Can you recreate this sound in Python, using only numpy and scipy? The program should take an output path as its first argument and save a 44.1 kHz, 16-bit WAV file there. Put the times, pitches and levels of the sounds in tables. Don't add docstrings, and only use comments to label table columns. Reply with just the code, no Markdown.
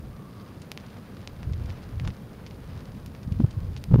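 import sys
import numpy as np
from scipy import signal
from scipy.fft import rfft, irfft
from scipy.io import wavfile

SR = 44100
rng = np.random.default_rng(int(sys.argv[2]) if len(sys.argv) > 2 else 0)


def wav_out(sig):
    wavfile.write(sys.argv[1], SR, np.round(np.clip(np.atleast_2d(sig).T, -1, 1) * 32767).astype(np.int16))


N = 176400
T = np.arange(N) / SR

# time_s, level_db
GUST_LEVEL = [(0, -42), (.12, -38), (.2, -52), (1.1, -51), (1.43, -40), (1.48, -28.5), (1.72, -31.5),
              (1.77, -45), (1.89, -40), (1.96, -30), (2.09, -24.5), (2.14, -48.5), (2.69, -41),
              (2.76, -33.5), (2.84, -45), (3.13, -38.5), (3.2, -52), (3.28, -30), (3.44, -27), (3.52, -39),
              (3.58, -32), (3.69, -29), (3.86, -42.5), (3.92, -20), (3.98, -20), (4, -48)]
# freq_hz, gain_db
RUMBLE_SPECTRUM = [(10, -43), (25, -11.5), (60, -0.5), (105, -1.5), (160, -11), (300, -32), (600, -40.5),
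                   (1500, -85), (5000, -117)]
# middle_s, envelope_db, pitch_hz, half_width_s, jolt_energy_db
EDDIES = [(1.477, -20.5, 117, 0.0091, -36), (1.522, -21, 105, 0.0066, -38),
          (3.281, -22.5, 185, 0.0044, -36), (3.322, -15.5, 130, 0.0048, -36),
          (3.403, -10.5, 197, 0.0049, -2), (3.416, -17, 237, 0.005, -21),
          (3.4447, -6.5, 121, 0.00737, -6.5), (3.578, -19, 105, 0.0061, -36),
          (3.888, -20, 116, 0.0045, -32), (3.9135, -12.5, 139, 0.0055, -7), (3.9247, -8.5, 137, 0.0048, -8),
          (3.9425, -2, 132.3, 0.0078, 7.5), (3.959, -9.5, 182, 0.0041, 1.5), (3.985, -10, 140, 0.0053, -9),
          (3.9925, -5, 113, 0.0027, -4.5)]
# freq_hz, gain_db
JOLT_SPECTRUM = [(80, -16), (220, 7.5), (380, 6), (650, -7), (1000, -11.5), (1400, -17.5), (1900, -28),
                 (3200, -32.5), (6000, -44.5), (9000, -57)]
# middle_s, pitch_hz, level_db
WHISTLE_SWELLS = [(.14, 1160, -60), (.25, 1129, -54), (.37, 1172, -56.5), (.45, 1137, -57.5),
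                  (3.33, 1160, -61), (3.6, 1090, -58)]
# freq_hz, gain_db
ROAR_SPECTRUM = [(15, -22), (40, -23), (100, -0.5), (200, -0.5), (280, -8.5), (350, -13), (500, -14),
                 (750, -24.5), (1500, -51), (4000, -49.5)]
# freq_hz, gain_db
RUSH_SPECTRUM = [(100, -15.5), (400, 2.5), (800, -0.5), (1150, -1), (1700, -5), (2500, -10), (4000, -15),
                 (6000, -24), (9000, -46)]
# time_s, level_db
FLARE_LEVEL = [(0, -55.5), (.6, -55.5), (.85, -51.5), (1.55, -55), (1.68, -49.5), (1.8, -50.5), (1.95, -53),
               (2.52, -54.5), (2.73, -52), (3.0, -56), (4, -56.5)]
# freq_hz, gain_db
CRACKLE_SPECTRUM = [(300, -3), (1000, 20), (2400, 8.5), (5000, 8.5), (6500, -4), (8500, -17), (16000, -16)]
# time_s, level_db
TWIG_LEVEL = [(0, -68), (.2, -67), (.42, -57), (.55, -62.5), (1.55, -60.5), (1.68, -60), (1.82, -60),
              (2.3, -65), (2.7, -60.5), (4, -62.5)]
# freq_hz, gain_db
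KNOCK_SPECTRUM = [(150, -17), (480, 1), (1080, 0.5), (1600, -12), (4000, -58)]
# freq_hz, gain_db
FIZZ_SPECTRUM = [(1000, -17), (5000, 17.5), (9000, 8.5), (11000, 11), (13000, 9), (16000, 6)]
# start_s, energy_db, centre_hz, fizz_trim_db, top_hz, splinter_re_crack_db
STEM_BURSTS = [(0.6183, -23.5, 3300, -22, 10000, 9), (0.7174, -10, 3280, -30, 16000, -13),
               (0.7756, -12.5, 2940, -39, 15000, -19), (1.169, -24, 2220, -34, 9000, 1),
               (1.275, -12.5, 3780, -34, 9900, -17), (1.431, -20.5, 2080, -35, 11000, -5),
               (1.5346, -21.5, 3330, -29, 7500, -1), (1.7034, -20.5, 2720, -32, 7500, -19),
               (1.9986, -15, 2230, -39, 10000, -11), (2.0498, -18, 1770, -29, 6960, 3),
               (2.076, -11, 2150, -34, 10000, -2), (2.104, -23.5, 3150, -36, 5950, -2),
               (2.4642, -19, 3270, -27, 6500, 10), (2.5105, -25.5, 2780, -38, 7000, -11),
               (3.0619, -22, 3300, -25, 16000, -6), (3.15, -23.5, 2320, -33, 7080, -2),
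               (3.232, -26.5, 2980, -28, 9900, -4), (3.3226, -24, 3060, -29, 12000, -8),
               (3.5095, -24, 2900, -22, 8760, 1), (3.7652, -18, 2930, -34, 8000, -3),
               (3.7746, -25, 3260, -27, 9500, 10), (3.8403, -16, 3460, -26.5, 15000, -17)]
# freq_hz, gain_db
MIC_RESPONSE = [(20, -1), (7350, -1.5), (7600, -3), (7700, -23), (7820, -8.5), (8050, -0.5), (12500, 0),
                (16000, -1)]


def amp(db):
    return 10 ** (np.asarray(db) / 20)


def unit(x):
    return x / np.sqrt(np.mean(x ** 2) + 1e-20)


def bell(x, sigma):
    return np.exp(-.5 * (x / sigma) ** 2)


def spectrum(points, hz):
    freq_hz, gain_db = np.transpose(points)
    return amp(np.interp(np.log(hz + 1), np.log(freq_hz), gain_db))


def level(points):
    return amp(np.interp(T, *np.transpose(points)))


def add(mix, start_s, sound):
    part = mix[max(round(start_s * SR), 0):][:len(sound)]
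    part += sound[:len(part)]


def response(gain):
    log_gain = np.log(np.maximum(np.r_[gain, gain[-2:0:-1]], 1e-5))
    return np.fft.ifft(np.exp(np.conj(signal.hilbert(log_gain)))).real


def impulse(points, size=4096):
    return response(spectrum(points, np.fft.rfftfreq(size, 1 / SR)))


def colour(x, points):
    return signal.fftconvolve(x, impulse(points))[:N]


def noise(points):
    gain = spectrum(points, np.fft.rfftfreq(N, 1 / SR))
    return unit(irfft(rfft(rng.standard_normal(N)) * gain, N))


def wander(rate_hz):
    hz = np.fft.rfftfreq(N, 1 / SR)
    return unit(irfft(rfft(rng.standard_normal(N)) * np.exp(-(hz / rate_hz) ** 2) * (hz > 0), N))


def wind(smooth_s=0.078, side_gain=-0.45):
    air = noise(RUMBLE_SPECTRUM)
    window = np.hanning(int(smooth_s * SR)) / (smooth_s * SR / 2)
    air /= np.sqrt(signal.fftconvolve(air ** 2, window, "same") + 0.076)
    out = level(GUST_LEVEL) * air
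    jolt = impulse(JOLT_SPECTRUM)
    jolt /= np.linalg.norm(jolt)
    for middle_s, envelope_db, pitch_hz, half_width_s, jolt_db in EDDIES:
        t = T - middle_s
        out += amp(envelope_db) * np.sin(2 * np.pi * pitch_hz * t) * np.exp(-(t / half_width_s) ** 2)
        for side in (-1, 0, 1):
            offset_s = side * 0.419 * half_width_s * rng.uniform(0.678, 1.477)
            add(out, middle_s + offset_s, amp(jolt_db) * jolt * (side_gain if side else 1))
    return out


def whistle(swell_s=0.065, width_hz=80, waver_hz=32):
    out = np.zeros(N)
    for middle_s, pitch_hz, level_db in WHISTLE_SWELLS:
        cycles = np.cumsum(pitch_hz + waver_hz * wander(rate_hz=28.3)) / SR
        band = (wander(width_hz) + 1j * wander(width_hz)) * np.exp(2j * np.pi * cycles)
        out += amp(level_db) * band.real * np.exp(-((T - middle_s) / swell_s) ** 2)
    return out


def flames(roar_db=-42.5, flutter_db=1.0, flicker_db=1.2):
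    roar = amp(roar_db + flutter_db * wander(rate_hz=27)) * noise(ROAR_SPECTRUM)
    rush = level(FLARE_LEVEL) * amp(flicker_db * wander(rate_hz=27)) * noise(RUSH_SPECTRUM)
    return roar + rush


def crackle(ticks_per_s=600, spread_db=3, kinds=16, size=256):
    out, t = np.zeros(N), np.arange(size) / SR
    for _ in range(kinds):
        strength = amp(spread_db * np.minimum(rng.exponential(1, N), 3.6))
        ticks = strength * (rng.random(N) < ticks_per_s / kinds / SR)
        twig = rng.standard_normal(size) * np.exp(-t / rng.uniform(0.00031, 0.0017))
        out += signal.oaconvolve(ticks, unit(twig))[:N]
    return level(TWIG_LEVEL) * unit(colour(out, CRACKLE_SPECTRUM))


def stem_gain(hz, centre_hz, fizz_trim_db, top_hz, body_top_hz=6400, hollow_hz=1630):
    octaves = np.log2((hz + 1) / centre_hz)
    ring = 0.67 * bell(octaves - rng.uniform(-0.65, 0.15), 0.32)
    body = (bell(octaves, 0.91) + ring) / np.sqrt(1 + (hz / body_top_hz) ** 14)
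    knock = spectrum(KNOCK_SPECTRUM, hz)
    fizz = amp(fizz_trim_db + 7.5) * spectrum(FIZZ_SPECTRUM, hz)
    hollow = 1 - 0.31 * bell(np.log2((hz + 1) / hollow_hz), 0.075)
    return hollow * np.hypot(body + knock, fizz) / np.sqrt(1 + (hz / top_hz) ** 20)


def stem_burst(energy_db, centre_hz, fizz_trim_db, top_hz, splinter_db, size=2048):
    fibres_per_s, tear_decay_s, bounce_s = 6000, 0.0062, (0.00044, 0.00045)
    t, hz = np.arange(size) / SR, np.fft.rfftfreq(size, 1 / SR)
    fibres = rng.standard_normal(size) * (rng.random(size) < fibres_per_s / SR)
    drive = amp(splinter_db) * unit(fibres * np.exp(-t / tear_decay_s)) / np.sqrt(size)
    drive[0] += 1
    drive[int(rng.uniform(*bounce_s) * SR)] += 0.13
    gain = stem_gain(hz, centre_hz, fizz_trim_db, top_hz)
    crack = signal.fftconvolve(drive, response(gain))[:size]
    return amp(energy_db) * crack / np.linalg.norm(crack)


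def pops(pops_per_s=22, base_db=-36, spread_db=6, centre_range_hz=(2010, 4600)):
    out = np.zeros(N)
    for when, strength, pitch in rng.random((int(pops_per_s * N / SR), 3)):
        centre_hz = np.interp(pitch, (0, 1), centre_range_hz)
        energy_db = base_db + spread_db * strength ** 2
        pop = stem_burst(energy_db, centre_hz, fizz_trim_db=-27.5, top_hz=9000, splinter_db=-5)
        add(out, when * N / SR, pop)
    return out * unit(level(TWIG_LEVEL))


def snaps(scatter_db=-21, scatter_decay_s=0.025, size=4096):
    direct = np.zeros(N)
    for start_s, *burst in STEM_BURSTS:
        add(direct, start_s, stem_burst(*burst))
    tail = rng.standard_normal(size) * np.exp(-np.arange(size) / SR / scatter_decay_s)
    return direct + amp(scatter_db) * signal.fftconvolve(direct, tail / np.linalg.norm(tail))[:N]


def scene():
    return (snaps() + pops() + crackle() + flames() + whistle() + wind())[None]


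def record(dry, hiss_db=-65, ceiling=0.71, cutoff_hz=15720):
    heard = colour(dry[0] + amp(hiss_db) * rng.standard_normal(N), MIC_RESPONSE)
    clipped = heard / (1 + (heard / ceiling) ** 8) ** (1 / 8)
    lowpass = signal.firwin(511, cutoff_hz, window=("kaiser", 9), fs=SR)
    return signal.oaconvolve(clipped, lowpass, "same")[None]


dry = scene()
out = record(dry)
wav_out(out)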